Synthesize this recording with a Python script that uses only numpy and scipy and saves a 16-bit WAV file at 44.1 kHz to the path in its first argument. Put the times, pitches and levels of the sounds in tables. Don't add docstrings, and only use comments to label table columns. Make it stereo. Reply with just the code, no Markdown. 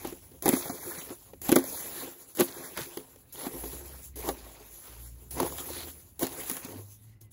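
import sys
import numpy as np
from scipy import signal
from scipy.fft import rfft, irfft, next_fast_len
from scipy.io import wavfile
from scipy.ndimage import uniform_filter1d, map_coordinates

SR = 44100
rng = np.random.default_rng(int(sys.argv[2]) if len(sys.argv) > 2 else 0)


def makeup_ratio(level_db):
    decades = np.asarray(level_db, float) / 20
    return 10 ** decades


def persist_wave(psi):
    counts = np.round(np.clip(psi, -1, 1) * 32767).astype(np.int16)
    wavfile.write(sys.argv[1], SR, np.atleast_2d(counts).T)


N = 322812


def unit(x):
    return x / np.sqrt(np.mean(x ** 2) + 1e-20)


def along(points, hz):
    f, v = np.transpose(points)
    return np.interp(np.log(hz + 1), np.log(f + 1), v)


def curves(rows):
    s, *columns = np.transpose(rows)
    return [np.interp(np.arange(N) / SR, s, column) for column in columns]


def wobble(rate):
    knots = rng.standard_normal(int(N * rate / SR) + 4)
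    return map_coordinates(knots, [np.arange(N) * rate / SR])


def filtered(x, response):
    m = next_fast_len(N + SR // 2)
    return irfft(rfft(x, m) * response(np.fft.rfftfreq(m, 1 / SR)), m)[..., :N]


def coloured(x, colour):
    return filtered(x, lambda f: makeup_ratio(along(colour, f)))


# start_s, firing_hz, level_db
ENGINE = [
    [(3.5, 57.1, -64), (3.614, 57.2, -46), (3.698, 59, -44.5), (3.796, 66.4, -51), (4.108, 65.9, -49),
     (4.288, 56.8, -45), (4.582, 52.9, -57), (4.774, 53.1, -57), (4.8, 53.3, -74)],
    [(4.85, 57.1, -64), (4.902, 56.75, -51), (5.128, 57, -45), (5.206, 57.5, -59), (5.334, 65.2, -43.5),
     (5.672, 73.2, -55.5), (5.76, 79.2, -50.5), (6.12, 78.3, -64), (6.2, 83, -65)],
    [(6.65, 100.4, -67), (6.672, 98, -55), (6.782, 101, -47.5), (6.994, 109, -58.5), (7.168, 107.5, -56),
     (7.184, 102.9, -69), (7.202, 105.4, -57.5), (7.262, 107.5, -54.5), (7.32, 108, -66)],
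]
OCTAVE_DB = [-22, -12, -23]
# start_s, level_db
RUMBLE = [(0.0, -52), (1.16, -58), (1.49, -51), (2.04, -66), (3.44, -58), (3.73, -53.5), (4.2, -53.5),
          (4.75, -59), (5.32, -51), (5.99, -53), (7.32, -58)]
# pitch_hz, level_db (per Hz)
KITCHEN = [(25, -4), (55, 9.5), (100, 5.5), (160, -2.5), (350, -10.5), (1000, -49), (3000, -32.5),
           (8000, -42.5), (15000, -49.5)]


def street():
    drone, t = np.zeros(N), np.arange(N) / SR
    for gear, octave_db in zip(ENGINE, OCTAVE_DB):
        hz, db = curves(gear)
        begin, end = gear[0][0], gear[-1][0] + 0.044
        fade = np.clip(np.minimum(t - begin, end - t) / 0.057, 0, 1)
        phase = 2 * np.pi * np.cumsum(hz * (1 + 0.0202 * wobble(26))) / SR
        tone = np.sin(phase) + makeup_ratio(octave_db) * np.sin(2 * phase)
        drone += fade * makeup_ratio(5.5 + 1.3 * wobble(18)) * makeup_ratio(db) * tone
    hush = unit(coloured(rng.standard_normal((2, N)), KITCHEN))
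    return drone + makeup_ratio(curves(RUMBLE)[0] - 1.5 + 1.2 * wobble(2.5)) * hush


SQUEAK_S, SQUEAK_LENGTH_S, SQUEAK_DB = 7.22, .09, -65
SQUEAK_HZ, SQUEAK_SAG_HZ_PER_S = 2130, 1900


def squeak():
    u = np.clip(np.arange(N) / SR - SQUEAK_S, 0, SQUEAK_LENGTH_S)
    swell = np.sin(np.pi * u / SQUEAK_LENGTH_S)
    return makeup_ratio(SQUEAK_DB) * swell * np.sin(2 * np.pi * (SQUEAK_HZ - SQUEAK_SAG_HZ_PER_S * u / 2) * u)


# start_s (middle), half_width_s, pitch_hz, level_db
RUBS = [(0.531, .012, 2100, -34.5), (1.751, 0.019, 4100, -48), (1.985, 0.045, 3940, -46),
        (1.99, 0.038, 1670, -49.5), (2.049, .02, 2940, -53), (3.4, 0.063, 4000, -55.5),
        (3.42, 0.055, 2020, -60.5), (3.7, .05, 3920, -62), (4.22, 0.046, 2120, -54),
        (4.22, 0.047, 4000, -61), (2.961, 0.032, 3250, -56), (5.59, .015, 3300, -42.5),
        (5.601, .02, 1200, -48.5), (5.74, 0.037, 4180, -45.5), (5.776, 0.017, 3400, -47),
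        (5.81, .03, 4160, -44), (5.892, .02, 3180, -52.5), (6.92, 0.037, 6200, -60.5),
        (7.09, 0.043, 4200, -73), (7.11, 0.075, 2010, -72.5), (7.14, .03, 5180, -78.5),
        (7.12, 0.044, 3000, -74), (7.0, 0.038, 3700, -74), (7.22, 0.0057, 6350, -58),
        (7.255, 0.032, 3020, -76), (7.26, .03, 5000, -86)]
RUB_WIDTH, RUB_CHATTER_DB = 0.13, 2


def rubs():
    out, t = np.zeros((2, N + SR)), np.arange(-SR // 8, SR // 8) / SR
    chatter = makeup_ratio(RUB_CHATTER_DB * wobble(160))
    for (s, half, hz, db), noise in zip(RUBS, rng.standard_normal((len(RUBS), 2, len(t)))):
        tone = unit(signal.lfilter(*signal.iirpeak(hz, 1 / RUB_WIDTH, SR), noise))
        out[:, round(s * SR) - SR // 8:][:, :len(t)] += makeup_ratio(db - 5 * (t / half) ** 2) * tone
    return chatter * out[:, :N]


LATE_S = .001
# start_s, level_db (peak), pitch_hz
CLICKS = [(0.047, -26.5, 915), (0.071, -37, 770), (0.125, -45, 800), (0.457, -28.5, 746), (0.464, -24, 760),
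          (0.479, -21.5, 791), (0.528, -26, 751), (0.551, -36, 764), (0.567, -29, 1060), (0.597, -39, 1280),
          (0.656, -32.5, 760), (0.696, -33, 1000), (0.975, -42, 894), (1.103, -34, 1310), (1.333, -50, 775),
          (1.49, -26, 784), (1.517, -27, 1240), (1.522, -23.5, 970), (1.56, -26, 751), (1.56, -21.5, 794),
          (1.573, -28.5, 802), (1.617, -40, 851), (1.643, -38.5, 751), (2.391, -27.5, 856),
          (2.406, -23.5, 1040), (2.775, -30, 1010), (2.789, -33.5, 842), (2.808, -34, 993),
          (3.464, -32, 902), (3.636, -32, 923), (4.233, -42, 867), (4.289, -21, 789), (5.399, -18, 950),
          (5.429, -19, 826), (5.464, -22.5, 907), (5.523, -28, 1060), (5.583, -33, 1170),
          (5.687, -44, 1350), (6.226, -23, 751), (6.268, -32, 751), (6.434, -34, 756), (6.494, -38, 1500),
          (6.513, -31, 1190)]
CLICK_DB, CLICK_CYCLES = -1.5, 13
# start_s, level_db (peak), pitch_hz
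TICKS = [(0.0474, -37, 2200), (0.071, -43.5, 2380), (0.4574, -24, 2240), (0.4654, -28.5, 1770),
         (0.4907, -24.5, 1470), (0.4893, -22.5, 3650), (0.5252, -25.5, 1920), (0.5516, -24.5, 2160),
         (0.5674, -28.5, 1840), (0.5774, -34.5, 2190), (0.5975, -42, 1890), (0.6285, -36, 2210),
         (0.6564, -36.5, 2160), (0.696, -41.5, 1870), (1.103, -41, 3700), (1.489, -32, 2270),
         (1.5174, -21, 1510), (1.5214, -23, 2170), (1.5604, -16.5, 1630), (1.5624, -18, 1620),
         (1.5734, -26.5, 1700), (1.6174, -37, 2430), (1.9634, -38, 3990), (2.3735, -34.5, 1970),
         (2.3898, -21, 2610), (2.3935, -23.5, 3660), (2.4014, -22, 2070), (2.408, -24, 2000),
         (2.417, -23.5, 2030), (2.7742, -32, 1560), (2.79, -40, 1780), (2.8074, -41, 1560),
         (2.9739, -20, 2050), (3.357, -31, 3200), (3.464, -33, 1730), (4.2887, -14, 2120),
         (5.3993, -25.5, 1520), (5.427, -35, 2090), (5.4634, -38, 1880), (5.582, -37, 3260),
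         (5.7339, -34, 3990), (5.7678, -36, 3460), (5.8047, -30, 3250), (5.8333, -33, 2900),
         (6.228, -29.5, 2020), (6.268, -29, 1970), (6.4966, -37, 3700), (6.5124, -32, 3030),
         (6.5665, -36, 3050), (6.6474, -41.5, 3650)]
TICK_DB, TICK_CYCLES = 0.5, 16
OVERTONE_RATIO, CRACK, CRACK_S = 2.1, 0.92, .007


def clicks(rows, gain_db, cycles):
    out, t = np.zeros(N + SR), np.arange(SR // 40) / SR
    for (s, db, hz), noise in zip(rows, rng.standard_normal((len(rows), len(t)))):
        tone = np.sin(2 * np.pi * hz * t) + .3 * np.sin(2 * np.pi * OVERTONE_RATIO * hz * t)
        ring = tone * makeup_ratio(-60 * t * hz / cycles)
        crack = CRACK * uniform_filter1d(noise, size=5) * makeup_ratio(-60 * t / CRACK_S)
        out[round((s + LATE_S) * SR):][:len(t)] += makeup_ratio(db + gain_db) * (ring + crack)
    return out[:N]


def grains(per_second, spread_db, smooth):
    chance, size = rng.random((2, 2, N))
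    sizes = makeup_ratio(-spread_db * np.log(size + 0.086))
    hits = (chance < per_second / SR) * sizes * rng.standard_normal((2, N))
    smooth = np.clip(smooth, 0, 1)
    return np.sqrt(1 - smooth) * unit(hits) + np.sqrt(smooth) * rng.standard_normal((2, N))


# start_s, level_db (thud peak), pitch_hz (local thud), crunch_db (over thud)
KNOCKS = [(0.049, -19, 346, -14.5), (0.457, -8.5, 380, -5.5), (0.463, -12.5, 324, -12.5),
          (.479, -7, 358, -9), (.527, -17.5, 400, -5.5), (0.566, -21.5, 352, -4), (0.657, -24, 557, -8.5),
          (0.697, -19.5, 264, -32.5), (0.978, -34, 165, -17), (1.103, -27.5, 280, -9),
          (1.491, -9, 264, -7.5), (1.557, -13, 396, 4), (1.5606, -1, 335, -9.5), (2.371, -28.5, 350, 4),
          (2.393, -11.5, 350, -15.5), (2.406, -7, 353, -5), (3.466, -18, 277, -16.5),
          (3.637, -23.5, 380, -15), (4.278, -17.5, 360, -25), (4.288, -11, 480, -11.5),
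          (4.308, -34.5, 377, -5.5), (5.401, -9.5, 524, -7), (5.429, -18, 360, -7), (5.462, -29.5, 380, -1),
          (6.229, -14.5, 326, -3.5)]
BARE_RIM_DB, BARE_KNOCK_DB = -3.5, -12.5
# start_s, level_db (thud peak), pitch_hz (local thud), crunch_db (over thud)
THUDS = [(.072, -27.5, 268, -0.5), (0.124, -23, 358, -24), (.315, -38.5, 377, -25), (.489, -14.5, 330, 6),
         (.492, -8.5, 264, -17.5), (.534, -6, 282, -22.5), (1.333, -27.5, 473, -18), (1.517, -9, 350, -1),
         (1.523, -1, 313, -16), (1.572, -13.5, 280, -14), (1.586, -14, 350, -4), (1.639, -23, 550, -2),
         (2.398, -11.5, 348, -7.5), (2.401, -13.5, 330, -13.5), (2.412, -13, 346, -12),
         (2.418, -13, 246, -25), (2.565, -32, 380, -16.5), (2.79, -24, 368, -7), (2.808, -29.5, 140, -7),
         (2.971, -18.5, 372, -8), (3.159, -36.5, 478, -6), (3.345, -36.5, 496, -8), (3.545, -30, 344, -14),
         (3.655, -24.5, 390, -20), (4.295, -19, 410, -32), (5.418, -14.5, 378, -28),
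         (5.702, -21, 494, -15.5), (5.871, -30, 363, -23), (6.221, -21, 567, -6.5), (6.513, -24.5, 260, 5),
         (6.648, -25, 261, -4), (6.757, -27.5, 273, -24)]
SOFT_RIM_DB, SOFT_KNOCK_DB = -18.5, -16
# start_s, level_db (crunch peak), knock_db (over crunch)
BITES = [(.423, -22, -29), (0.553, -26, -4), (0.597, -32.5, -29.5), (1.416, -26.5, -44.5),
         (1.485, -25.5, -3.5), (2.35, -34.5, -12), (2.773, -23, 3), (3.328, -40.5, -36), (5.31, -32.5, -34),
         (5.582, -27, -4), (5.733, -34.5, -3.5), (5.77, -37, -12), (5.804, -40, -7), (5.831, -42, -4),
         (6.193, -23.5, -18), (6.267, -22, -9), (6.435, -31, -12), (6.497, -17.5, -8.5), (6.567, -25.5, -5),
         (7.213, -41.5, -24)]
BITE_THUD_DB, BITE_HZ, BITE_RIM_DB = -10, 350, -3.5


def contacts():
    bare = [(s, db, hz, BARE_RIM_DB, BARE_KNOCK_DB, crunch_db) for s, db, hz, crunch_db in KNOCKS]
    soft = [(s, db, hz, SOFT_RIM_DB, SOFT_KNOCK_DB, crunch_db) for s, db, hz, crunch_db in THUDS]
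    bites = [(s, db + BITE_THUD_DB, BITE_HZ, BITE_RIM_DB, knock_db - BITE_THUD_DB, -BITE_THUD_DB)
             for s, db, knock_db in BITES]
    return bare + soft + bites


def strike(modes, t, level_db):
    ring = sum(makeup_ratio(db + extra - 60 * t / t60) * np.sin(2 * np.pi * hz * t)
               for (hz, t60, db), extra in zip(modes, level_db))
    return ring / np.abs(ring).max()


# pitch_hz, t60_s, level_db
TRAY = [(131, 0.011, -14), (195, 0.094, -10.5), (264, 0.2, -5.5), (350, 0.11, -1), (424.2, 0.081, -4.5),
        (530.8, 0.094, -5.5)]
# pitch_hz, t60_s, level_db
RIM = [(608, 0.031, 4.5), (711.5, 0.039, 4.5), (793, 0.034, 4), (916, 0.025, 4), (1056, 0.018, 2.5),
       (1147, 0.06, -6)]
# pitch_hz, t60_s, level_db
SPOON = [(1615, .03, -12), (1870, 0.051, 13), (2070, 0.098, 18), (3650, 0.013, 20)]
# pitch_hz, level_db (per Hz)
RASP = [(700, -9), (1300, -6.5), (1900, -4), (2500, -4.5), (3200, -7.5), (4500, -11), (6000, -14.5),
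        (8000, -19.5)]
# pitch_hz, level_db (per Hz)
FIZZ = [(1500, -19.5), (3000, -14), (5000, -14.5), (7000, -9.5), (8600, -4), (10200, -4.5), (11500, -2.5),
        (13500, -5), (15500, -4.5)]
DENT_CYCLES = 6.1
SNAP, SNAP_RATIO, SNAP_S = 0.35, 1.7, 0.015


def bumps():
    out, t = np.zeros((2, N + SR)), np.arange(SR // 5) / SR
    crush = np.zeros((2, N + SR))
    luck = rng.standard_normal((len(contacts()), 3, len(TRAY)))
    for (s, db, hz, rim_db, knock_db, crunch_db), own in zip(contacts(), luck):
        start = round((s + LATE_S) * SR)
        at = slice(start, start + len(t))
        dent = np.sin(2 * np.pi * hz * t) * makeup_ratio(-60 * (t * hz / DENT_CYCLES) ** 2)
        snap = SNAP * np.sin(2 * np.pi * SNAP_RATIO * hz * t) * makeup_ratio(-60 * t / SNAP_S)
        thud = snap + 0.7 * dent + 0.5 * strike(TRAY, t, 4 * own[0])
        thud += makeup_ratio(rim_db + 7.5) * strike(RIM, t, 4 * own[1])
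        thud *= 1 - np.exp(-t / 0.0015)
        knock = strike(SPOON, t, 3 * own[2])
        out[:, at] += makeup_ratio(db - 3.0) * thud + makeup_ratio(db + knock_db - 11.5) * knock
        crush[0, at] += makeup_ratio(db + knock_db - 1 - 60 * t / 0.035) * (1 - np.exp(-t / 0.0023))
        crush[1, at] += makeup_ratio(db + crunch_db - 1.0) * (makeup_ratio(-60 * t / 0.0084) + 0.35 * makeup_ratio(-60 * t / 0.03))
    dull, bright = [unit(coloured(grains(8000, 2.48, smooth=0.55), colour)) for colour in (RASP, FIZZ)]
    return out[:, :N] + crush[0, :N] * dull + crush[1, :N] * bright


# start_s, pull_s, flow_db (grains), drag_db (spoon), fade_db_per_s (trickle)
STROKES = [
    (-.1, 0.2, -51, -61.5, 36),
    (0.424, 0.61, -44, -55, 41),
    (1.415, 0.57, -43.5, -55.5, 24.5),
    (2.351, 0.69, -51, -58.5, 32.5),
    (3.324, 0.68, -47.5, -58.5, 120),
    (4.158, 0.48, -55, -61.5, 9.5),
    (5.307, 0.59, -44, -56.5, 65),
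    (6.192, 0.47, -46.5, -60, 46.5),
    (7.208, 0.0075, -59, -66.5, 252),
]


def humps(rows, clock):
    s, half, *levels = np.transpose(rows)[..., None]
    plunges = np.transpose(STROKES)[0]
    begun = clock >= plunges[np.searchsorted(plunges, s) - 1]
    bell = begun * makeup_ratio(-12 * ((clock - s) / half) ** 2)
    return [(makeup_ratio(2 * db) * bell).sum(axis=0) for db in levels]


# start_s (middle), half_width_s, flow_db
SPILLS = [(.27, 0.035, -68), (.48, 0.056, -44), (.6, .05, -43), (.97, 0.1, -46.5), (1.3, 0.036, -65),
          (1.55, 0.039, -46), (1.76, 0.076, -45.5), (1.98, 0.082, -44), (2.41, 0.09, -45), (2.66, .08, -50),
          (2.815, 0.056, -46.5), (3.68, .1, -49.5), (4.05, .03, -50.5), (4.17, .07, -46.5),
          (4.28, .04, -43), (4.75, .06, -53.5), (4.9, 0.11, -54), (5.05, 0.053, -53.5), (5.19, 0.11, -63),
          (5.42, 0.071, -49.5), (5.6, 0.038, -47), (5.72, 0.056, -49), (6.23, 0.022, -38.5),
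          (6.5, 0.068, -43.5), (6.93, 0.03, -56.5), (7.05, 0.067, -69.5), (7.32, .008, -57.5)]
# start_s (middle), half_width_s, scrape_db, weight_db (on the tray)
SHOVES = [(.07, 0.039, -53.5, -55), (.48, 0.032, -46.5, -44.5), (.6, 0.092, -52, -58),
          (.97, 0.06, -52, -61), (1.1, 0.034, -58.5, -57.5), (1.3, 0.017, -75.5, -63),
          (1.45, 0.01, -95, -57.5), (1.55, 0.066, -50.5, -48), (2.02, 0.072, -56.5, -56),
          (2.08, 0.01, -62, -56), (2.2, 0.049, -88, -76.5), (.28, 0.069, -82, -71.5),
          (2.41, 0.022, -44.5, -46.5), (2.65, 0.093, -57.5, -61), (2.805, 0.038, -49, -66.5),
          (3.44, 0.0442, -59.5, -53), (3.64, 0.21, -83, -61), (4.18, 0.058, -71, -57.5),
          (4.28, 0.041, -55.5, -44.5), (4.5, 0.19, -66, -70), (4.92, 0.089, -63, -68),
          (5.42, 0.045, -52.5, -42.5), (5.6, 0.015, -64.5, -56), (5.8, 0.07, -55, -74),
          (6.24, 0.024, -46.5, -41.5), (6.35, 0.072, -58, -53.5), (6.5, 0.11, -55.5, -78),
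          (6.65, 0.021, -51.5, -77), (6.73, 0.061, -64.5, -56.5)]
PLUNGE_S, DIG_IN_S = 0.0021, 0.069
PULL_SAG_DB_PER_S = 10.5
LIFT_S, LIFT_FLOW_DB, LIFT_DRAG_DB = 0.0097, -1, -5.5


def motion():
    start, pull, flow_db, drag_db, fade = np.transpose(STROKES)[..., None]
    clock = np.arange(N * 1000 // SR + 2) / 1000
    since = clock - start
    after = np.maximum(clock - start - pull, 0)
    shape_db = -PULL_SAG_DB_PER_S * np.clip(since, 0, pull) - fade * after
    lifted = np.clip(after / LIFT_S, 0, 1)

    def power(db, fall_db, rise_s):
        rise = np.clip(since / rise_s, 0, 1) ** 2
        return (rise * makeup_ratio(2 * (db + shape_db + fall_db * lifted))).sum(axis=0)

    flow = power(flow_db, LIFT_FLOW_DB, PLUNGE_S)
    drag = power(drag_db, LIFT_DRAG_DB, DIG_IN_S)
    (spill,), (scrape, weight) = humps(SPILLS, clock), humps(SHOVES, clock)
    powers = flow + spill, drag + scrape, drag + weight
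    return [np.interp(np.arange(N) / SR, clock, np.sqrt(p)) for p in powers]


def ringing(modes, damping):
    def response(f):
        total = 0
        for k, (centre, t60, db) in enumerate(modes):
            loss = 1j * f * damping * np.log(1000) / (np.pi * t60)
            total = total + (-1) ** k * makeup_ratio(db) * loss / (centre * centre - f * f + loss)
        return total
    return response


def patchy(x, depth_db):
    z = signal.stft(x, nperseg=512)[2]
    field = uniform_filter1d(rng.standard_normal(z.shape[1:]), size=9, axis=0)
    field = uniform_filter1d(field, size=7, axis=1)
    return signal.istft(z * makeup_ratio(depth_db * unit(field)), nperseg=512)[1][:, :N]


# pitch_hz, level_db (per Hz)
CRACKLE = [(900, -17.5), (1800, -5.5), (2600, -1), (4000, 0), (6000, -3), (9000, -12.5)]
WALL_DB, FLOOR_DB = 1, 7


def meal():
    flow, scrape, weight = motion()
    clump = wobble(30)
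    fizz = coloured(makeup_ratio(0.6 * wobble(200)) * grains(14000, 0.72, smooth=0.69), FIZZ)
    rasp = coloured(makeup_ratio(1.7 * wobble(150)) * grains(4000, 1.4, smooth=0.55), RASP)
    wall = filtered(makeup_ratio(3.5 * wobble(90)) * grains(1400, 3.8, smooth=0.86), ringing(RIM, damping=0.79))
    drum = filtered(makeup_ratio(4.4 * wobble(60)) * grains(900, 1.53, smooth=0.85), ringing(TRAY, damping=0.87))
    crackle = coloured(makeup_ratio(5.8 * wobble(40)) * grains(260, 5, smooth=0), CRACKLE)
    tray = makeup_ratio(WALL_DB + 2.5) * unit(wall) + makeup_ratio(FLOOR_DB + 2.0) * unit(drum)
    return (scrape * makeup_ratio(1) * unit(crackle)
            + flow * makeup_ratio(9.0 + 1.6 * clump) * unit(patchy(fizz, depth_db=2.5))
            + scrape * makeup_ratio(9 + 0.88 * clump) * unit(patchy(rasp, depth_db=3.0))
            + weight * makeup_ratio(1.3 * clump) * tray)


def scene():
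    edge = clicks(CLICKS, CLICK_DB, CLICK_CYCLES) + clicks(TICKS, TICK_DB, TICK_CYCLES)
    return meal() + bumps() + street() + edge + rubs() + squeak() * [[0], [1]]


GATE_DB, GATE_HZ, GATE_FLOOR = -100, 2900, .2
QUIET_DB = -89


def joint(pair, under_db, from_hz, size=10):
    sum_and_difference = np.array([pair[0] + pair[1], pair[0] - pair[1]]) / 2
    hz, _, z = signal.stft(sum_and_difference, SR, nperseg=1280)
    band = np.arange(len(hz)) // size
    power = np.add.reduceat(np.abs(z) ** 2, np.arange(0, len(hz), size), axis=1)
    power = uniform_filter1d(power, size=3, axis=2)
    keep = (power > makeup_ratio(2 * under_db) * power[::-1])[:, band] | (hz < from_hz)[:, None]
    treble = (np.abs(z[:, hz > GATE_HZ]) ** 2).mean(axis=(0, 1))
    keep = np.maximum(keep, 1 / (1 + (treble / makeup_ratio(2 * QUIET_DB)) ** 2))
    gate = np.maximum(treble / (treble + makeup_ratio(2 * GATE_DB)), GATE_FLOOR)
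    keep = keep * np.where((hz > GATE_HZ)[:, None], gate, 1)
    total, difference = signal.istft(z * keep, SR, nperseg=1280)[1][:, :N]
    return np.array([total + difference, total - difference])


def roll_off(x):
    return signal.sosfilt(signal.butter(12, 16980, fs=SR, output="sos"), x)


# pitch_hz, likeness (0-1)
ALIKE = [(60, .96), (400, .98), (800, .9), (1400, .55), (2200, .6), (2900, .4), (3600, .1), (4700, .1),
         (5400, .3), (6500, .55), (8300, .9), (15000, .92)]
# start_s, length_s, focus (0-1)
FAR_SIDE = [
    (.56, .37, .65),
    (1.62, .16, .5),
    (2.54, .16, .55),
]
# pitch_hz, lead_half_cycles
LEAD = [(0, 0), (900, .21), (2950, 1), (5300, 1), (6400, 0), (8450, -1), (11050, -2), (13450, -3),
        (15700, -4)]
# pitch_hz, level_db
LEFT = [(100, 0.5), (400, 2.5), (1300, 5.5), (2400, 2.5), (4400, -1.5), (8000, 1.5)]
# pitch_hz, level_db (per Hz)
HISS = [(300, -3), (800, 4), (2500, -16.5), (5000, -11.5), (9000, -22.5)]
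HISS_DB, TOP_HZ = -77, 15750


def record(dry):
    def share(f):
        return np.arccos(np.clip(along(ALIKE, f), 0, 1)) / 2

    def port(f):
        lead = np.pi * np.interp(f, *np.transpose(LEAD)) / 2
        return np.exp(1j * np.outer([1, -1], lead)) * makeup_ratio(np.outer([.5, -.5], along(LEFT, f)))

    def band(f):
        return np.where(f < TOP_HZ, 1, makeup_ratio(-50)) * f ** 2 / (f ** 2 + 42 ** 2)

    same = filtered(dry[0], lambda f: np.cos(share(f)))
    other = filtered(dry[1], lambda f: 1j * np.sin(share(f)))
    t = np.arange(N) / SR
    focus = sum(v * np.clip(1 + np.minimum(t - s, s + length - t) / .06, 0, 1) for s, length, v in FAR_SIDE)
    other -= focus * filtered(other, lambda f: np.exp(-((f - 2900) / 350) ** 2))
    ports = filtered(np.array([same + other, same - other]), lambda f: port(f) * band(f))
    ports = joint(ports, under_db=-6.2, from_hz=2300)
    hiss = filtered(rng.standard_normal((2, N)), lambda f: makeup_ratio(along(HISS, f)) * band(f))
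    ports = ports + makeup_ratio(HISS_DB) * unit(hiss)
    ports = ports / (1 + np.abs(ports / .95) ** 4) ** (1 / 4)
    return roll_off(ports)


dry = scene()
out = record(dry)
persist_wave(out)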